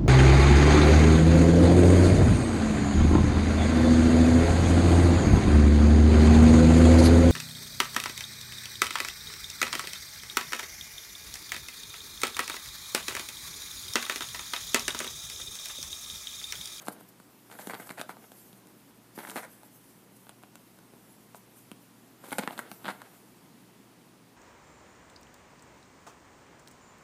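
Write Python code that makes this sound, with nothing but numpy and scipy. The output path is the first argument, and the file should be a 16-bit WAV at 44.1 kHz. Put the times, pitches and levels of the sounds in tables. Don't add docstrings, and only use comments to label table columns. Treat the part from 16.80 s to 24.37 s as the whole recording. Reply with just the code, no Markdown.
import sys
import numpy as np
from scipy import signal
from scipy.fft import rfft, irfft, next_fast_len
from scipy.io import wavfile
from scipy.ndimage import uniform_filter1d, map_coordinates

SR = 44100
rng = np.random.default_rng(int(sys.argv[2]) if len(sys.argv) > 2 else 0)


def int16_out(signal):
    q = np.round(np.clip(np.atleast_2d(signal).T, -1, 1) * 32767)
    wavfile.write(sys.argv[1], SR, q.astype(np.int16))


def invert_db(x):
    u = np.asarray(x, float) / 20
    return 10 ** u


N = 333653

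# (start [s], length [s], level [dB], weave rasp re cover [dB],
# claw tick re cover before a common trim [dB])
STROKES = [(0.083, 0.045, -63, -14, -10), (0.707, 0.044, -53.5, -9, -1), (0.792, 0.046, -54, -7, 0),
           (0.893, 0.03, -38, -13.5, -8), (0.931, 0.021, -40, -4.5, -5), (0.997, 0.019, -44, -19, -5),
           (1.068, 0.0084, -41.5, -11, 0), (1.102, 0.012, -38.5, -21, -9), (1.172, 0.039, -40.5, -14, -12),
           (1.207, 0.0037, -42, -9, 1), (1.288, 0.034, -43.5, -10, -9.5), (2.378, 0.038, -44.5, -10, -13),
           (2.43, 0.022, -43, -21, -14), (2.463, 0.061, -50, -17, -2), (2.558, 0.056, -39.5, -10.5, -11),
           (2.615, 0.053, -46, -29, -6), (5.435, 0.14, -56, -6, 0), (5.517, 0.027, -38.5, -10, -10),
           (5.582, 0.018, -30.5, -11, -25), (5.62, 0.032, -45, -6, -11), (5.667, 0.011, -62, -12, -12),
           (5.715, 0.033, -48.5, -8, -8), (5.777, 0.0092, -42, -6, 1.5), (5.789, 0.013, -36, -14, -13),
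           (6.049, 0.081, -45, -6, -10), (6.084, 0.034, -41.5, -8, -11), (6.215, 0.0064, -61, 0, -5)]
# (centre [Hz], width [Hz], level [dB])
COVER_MODES = [(448, 92, -2), (780, 290, 0.5), (1548, 403, -0.5), (2146, 265, 0)]
# (centre [Hz], width [Hz], level [dB])
PADDING_MODES = [(193, 62, 1.5), (318, 185, -2)]
# (centre [Hz], width [Hz], level [dB])
WEAVE_MODES = [(2750, 1320, -3), (3530, 1210, 0.5), (4450, 1510, -6.5)]
# (centre [Hz], width [Hz], level [dB])
CLAW_MODES = [(7840, 4300, -1), (9920, 2060, 3.5), (12130, 2100, -3)]


def unit(x):
    return x / np.sqrt(np.mean(x ** 2) + 1e-20)


def along(points, hz):
    point_hz, value = np.transpose(points)
    return np.interp(np.log(hz + 1), np.log(point_hz + 1), value)


def curve(rows, outside=None):
    time_s, value = np.transpose(rows)
    return np.interp(np.arange(N) / SR, time_s, value, outside, outside)


def wobble(knots_per_s):
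    knots = rng.standard_normal(int(N * knots_per_s / SR) + 4)
    return map_coordinates(knots, [np.arange(N) * knots_per_s / SR])


def filtered(x, response):
    size = next_fast_len(len(x) + 8192)
    spectrum = rfft(x, size) * response(np.fft.rfftfreq(size, 1 / SR))
    return irfft(spectrum, size)[:len(x)]


def ringing(x, modes, soft_hz):
    def response(hz):
        total = 0
        for k, (centre_hz, width_hz, db) in enumerate(modes):
            damping = 1j * hz * width_hz
            mode = damping / (centre_hz ** 2 - hz ** 2 + damping)
            total = total + (-1) ** k * invert_db(db) * mode
        return total / (1 + 1j * hz / soft_hz) ** 2
    return filtered(x, response)


def rush(spectrum_db, patchy_db):
    z = signal.stft(rng.standard_normal(N + 512), nperseg=512)[2]
    patches = uniform_filter1d(rng.standard_normal(z.shape), 8, axis=0)
    patches = unit(uniform_filter1d(patches, 8, axis=1))
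    noise = signal.istft(z * invert_db(patchy_db * patches), nperseg=512)[1][:N]
    return unit(filtered(noise, lambda hz: invert_db(along(spectrum_db, hz))))


def slips(count, per_s, spread_db):
    when, size, sign = rng.random((count, 3)).T
    strength = invert_db(-spread_db * np.log(size + 0.02))
    return (when < per_s / SR) * strength * np.sign(sign - 0.5)


def knock(modes, soft_hz):
    here = [(hz, width_hz, db + 2 * rng.standard_normal()) for hz, width_hz, db in modes]
    blow = ringing(signal.unit_impulse(2048), here, soft_hz)
    return blow / np.abs(blow).max()


def room_tone():
    # (frequency [Hz], level [dB rms])
    mains = [(59.2, -82), (118.4, -69)]
    # (frequency [Hz], relative density [dB])
    air_spectrum = [(15, -81), (25, -48), (43, -23), (86, -25), (107, -12.5), (183, -1.5), (274, -3),
                    (305, -4.5), (552, -14), (997, -14.5), (1340, -18.5), (7700, -28.5), (9810, -28),
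                    (14300, -45), (15500, -22)]
    t_s = np.arange(N) / SR
    hum = np.zeros(N)
    for hz, db in mains:
        level = invert_db(db + 0.8 * wobble(6)) * np.sqrt(2)
        hum += level * np.sin(2 * np.pi * hz * t_s + 0.3 * wobble(5))
    return hum + invert_db(-57 + 0.36 * wobble(1.26)) * rush(air_spectrum, patchy_db=0.62)


def room(x):
    # (frequency [Hz], t60 [s])
    decay = [(200, 0.49), (1500, 0.23), (5000, 0.24), (12000, 0.12)]
    out, hop = np.zeros(N + SR), SR // 4
    for at in range(0, N, hop):
        hz, t_s, z = signal.stft(rng.standard_normal(SR // 3), SR, nperseg=256)
        fade = invert_db(-60 * t_s / along(decay, hz)[:, None])
        tail = signal.istft(z * fade, SR, nperseg=256)[1]
        wet = signal.fftconvolve(x[at:at + hop], tail / np.linalg.norm(tail))
        out[at + 180:][:len(wet)] += wet
    return out[:N]


def swish():
    # (peak time [s], rise [s], peak level before flutter [dB])
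    movements = [(0.02, 0.0088, -49), (0.055, 0.012, -54), (0.087, 0.0094, -44), (0.127, 0.014, -49.5),
                 (0.207, 0.01, -56), (0.233, 0.014, -59.5), (0.29, 0.008, -54.5), (0.725, 0.078, -57),
                 (0.808, 0.06, -49), (0.89, 0.09, -52.5), (1.02, 0.07, -53), (1.1, 0.06, -54.5),
                 (1.205, 0.028, -51), (1.303, 0.029, -54.5), (1.45, 0.1, -59.5), (1.61, 0.12, -55),
                 (2.36, 0.01, -50), (2.39, 0.03, -50), (2.44, 0.08, -52), (2.5, 0.039, -52),
                 (2.576, 0.047, -45.5), (2.73, 0.11, -60), (2.854, 0.04, -60), (2.961, 0.07, -60.5),
                 (3.095, 0.09, -61), (3.366, 0.012, -59), (3.43, 0.08, -61), (3.871, 0.12, -66),
                 (4.302, 0.16, -62.5), (4.562, 0.025, -56.5), (4.779, 0.057, -57), (5.029, 0.047, -62),
                 (5.45, 0.025, -56), (5.49, 0.03, -55), (5.525, 0.03, -49), (5.6, 0.11, -51),
                 (5.729, 0.04, -55.5), (5.791, 0.04, -53), (5.93, 0.056, -53.5), (6.085, 0.05, -52.5),
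                 (6.34, 0.15, -64)]
    # (time [s], level before flutter [dB])
    stirring = [(0, -66), (0.6, -65.5), (1.8, -65.5), (3.5, -68), (6.4, -65), (7.56, -72.5)]
    # (frequency [Hz], relative density [dB])
    fur_spectrum = [(1760, -12), (3000, -14.5), (4140, -18), (4440, -11.5), (6940, -8), (11900, -1.5),
                    (14700, -4), (15500, -34.5)]
    fade_per_rise, swell_db = 1.34, 13
    t_s, power = np.arange(N) / SR, invert_db(curve(stirring)) ** 2
    for peak_s, rise_s, db in movements:
        near = slice(max(0, round((peak_s - 4 * rise_s) * SR)), round((peak_s + 5 * rise_s) * SR))
        away = np.maximum(peak_s - t_s[near], (t_s[near] - peak_s) / fade_per_rise) / rise_s
        power[near] += invert_db(db - swell_db * away ** 1.07) ** 2
    flutter = invert_db(0.94 * wobble(30))
    return np.sqrt(power) * flutter * rush(fur_spectrum, patchy_db=2.2)


def rubbing():
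    # (time [s], level before clumping [dB])
    bouts = [
        [(0.0, -59), (0.196, -60), (0.3, -70)],
        [(0.62, -75), (0.756, -56), (0.88, -57.5), (0.958, -53.5), (1.088, -57), (1.288, -76), (1.45, -59)],
        [(2.3, -83), (2.418, -50), (2.544, -57), (2.798, -70), (2.9, -77)],
        [(5.38, -70), (5.488, -55), (5.62, -59), (5.688, -52), (5.886, -58), (6.0, -66), (6.15, -57),
         (6.38, -68.5)],
    ]
    level = sum(invert_db(curve(rows, outside=-120)) for rows in bouts)
    grains = slips(count=N, per_s=2500, spread_db=1.5)
    grains = unit(ringing(grains, COVER_MODES + WEAVE_MODES + PADDING_MODES, soft_hz=2400))
    return level * invert_db(3.9 * wobble(45)) * grains


def strokes():
    out = np.zeros(N + SR)
    t_s = np.arange(SR // 6) / SR
    for start_s, length_s, db, rasp_db, tick_db in STROKES:
        hold = (1 - np.exp(-t_s / 0.0034)) / (1 + (t_s / (0.79 * length_s)) ** 6)
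        drag = slips(count=len(t_s), per_s=800, spread_db=4)
        cover = unit(ringing(drag, COVER_MODES, soft_hz=4000))
        rasp = invert_db(rasp_db) * unit(ringing(drag, WEAVE_MODES, soft_hz=9000))
        tick = invert_db(tick_db - 3.5) * unit(ringing(drag, CLAW_MODES, soft_hz=18000))
        out[round(start_s * SR):][:len(t_s)] += invert_db(db) * hold * (cover + rasp + tick)
    return out[:N]


def snags():
    # (time [s], cover pluck level [dB], padding thud re pluck [dB],
    # weave rasp re pluck [dB], claw tick re pluck [dB])
    catches = [(0.0644, -51, -7, -5, 18), (0.0706, -34, -11, -6, -2), (0.079, -48.5, 3, 10, 4),
               (0.0834, -21, -7, -10.5, -1.5), (0.21, -46.5, -1, -6, -6), (0.4003, -42.5, -4, -10, -4),
               (0.6997, -45, -23, -11, -13), (0.7146, -41, -8, -4, -9), (0.7519, -43, -4, -14, -6),
               (0.7891, -33.5, -24, -10, -8), (0.7941, -31, -13, -18, -10), (0.872, -31, 0.5, -2, 3.5),
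               (0.8996, -28.5, -9.5, -15, -9), (0.9354, -24, -15, -19, -18), (0.9421, -31, -13, -7, -12),
               (0.9508, -29.5, -10, -22, -13), (0.9984, -33, -4.5, -19, -14), (1.0928, -31, -19, -2, -7),
               (1.1044, -31.5, -5.5, -3, -7), (1.12, -49, 5, -11, 12), (1.1952, -33.5, -3, 1, -1),
               (1.2023, -30, -12, -7, -11), (1.2135, -27, -13, -1, 3), (1.2932, -28.5, -10.5, -15, -14),
               (1.3689, -39.5, -29, -10, -12), (1.5186, -40, -6.5, -4, 1), (1.7297, -56, 11, 11, 12),
               (1.8712, -50.5, -21, -3, 8), (2.3774, -32, -0.5, -20, -14), (2.39, -31, -12, -15, -7),
               (2.4501, -29, -27, -18, -17), (2.4719, -38, -16, -2, -11), (2.488, -37, -3, -12, 1),
               (2.4922, -48, -1, 0, 14), (2.4981, -35, -9, 4.5, 6), (2.5064, -46, -11, -9, 18.5),
               (2.5148, -31.5, -32, -13, 0), (2.5585, -24.5, -6.5, -14, -5), (2.5669, -37.5, 4, 2, 12),
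               (2.833, -39, -19, -12, -5), (3.368, -65, 6, -6, 18), (3.4682, -42.5, -10, -8, -12),
               (3.4933, -37.5, -11, -1, 4), (3.629, -53, -6, -2, 9), (3.6355, -38, -10, -5.5, -9),
               (3.7555, -41, -22, -0.5, 8), (3.988, -47.5, -12, -4, 1), (4.136, -48, 2.5, -4, -11),
               (4.5468, -34, -17, -10.5, -8), (4.556, -48, -10, -8, 4), (4.9156, -37, 2, 1.5, 1),
               (5.44, -38, -5, -19, -12), (5.485, -44, 1.5, -7, 0), (5.508, -43, -21, 6, 5),
               (5.519, -28, -6.5, -18, -12), (5.5263, -26, -7.5, -16, 0.5), (5.5301, -24.5, -16, -7, -11),
               (5.5838, -18.5, -17, -6.5, 0), (5.5891, -27.5, 1.5, -20, 4), (5.5935, -27, -1, -5, 2),
               (5.6354, -27, -5.5, -9, -10), (5.6756, -16, -13.5, -9.5, -14.5),
               (5.7075, -30.5, -13, -9, -19), (5.7778, -32.5, -14, -1, -5), (5.7912, -21, -14.5, -11, -4),
               (5.9155, -30, -9, -11, -3), (6.043, -41, -1, -1, -9), (6.0464, -36, -6, 1, -7),
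               (6.0552, -24, -24, -4.5, -22), (6.0613, -29.5, -13, -1, -15), (6.0669, -30.5, -6, -3, -13),
               (6.0815, -22, -10.5, -6, -15), (6.0879, -21, -25, -16, -18), (6.0973, -24, -13, -18, -13),
               (6.1123, -33, -12, -7, -12), (6.218, -32, -24, -10, -4)]
    slack_hz, taut_hz = 906, 1194
    tighten_db = -51
    out, t_s = np.zeros(N + SR), np.arange(SR // 50) / SR
    stroke_s, _, stroke_db = np.transpose(STROKES)[:3]
    for snag_s, db, thud_db, rasp_db, tick_db in catches:
        nearness = np.exp(-((snag_s - stroke_s) / 0.066) ** 2)
        strain = np.sum(invert_db(stroke_db - tighten_db) * nearness)
        pluck_hz = slack_hz + (taut_hz - slack_hz) * strain / (1 + strain)
        pull = invert_db(-11 - 60 * t_s / 0.024) * slips(count=len(t_s), per_s=1200, spread_db=3.0)
        pull[0] = -1
        plucked = [(hz, width_hz, mode_db - 9 * np.log2(hz / pluck_hz) ** 2)
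                   for hz, width_hz, mode_db in COVER_MODES]
        blow = knock(plucked, soft_hz=4200)
        blow = blow + invert_db(rasp_db) * knock(WEAVE_MODES, soft_hz=6150)
        blow = blow + invert_db(tick_db) * knock(CLAW_MODES, soft_hz=18100)
        sound = signal.fftconvolve(pull, blow)
        sound[:len(blow)] += invert_db(thud_db) * knock(PADDING_MODES, soft_hz=925)
        out[round(snag_s * SR):][:len(sound)] += invert_db(db) * sound
    return out[:N]


def table_bounce(hz):
    damping = 1j * hz * 1800
    return 1 - 0.15 * damping / (5700 ** 2 - hz ** 2 + damping)


def scene():
    paws = snags() + strokes() + rubbing()
    paws = filtered(paws, lambda hz: (1j * hz / (1j * hz + 70)) ** 2)
    near = paws + invert_db(-12.5) * room(paws) + swish()
    return (filtered(near, table_bounce) + room_tone())[None]


def top_cut(x):
    return signal.sosfilt(signal.butter(12, 16500, fs=SR, output="sos"), x)


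def record(dry):
    def microphone(hz):
        bass = (1j * hz / (1j * hz + 30)) ** 2
        return bass * np.where(hz > 15280, invert_db(-36), 1)
    mix = filtered(dry[0], microphone)[None]
    return top_cut(mix)


dry = scene()
out = record(dry)
int16_out(out)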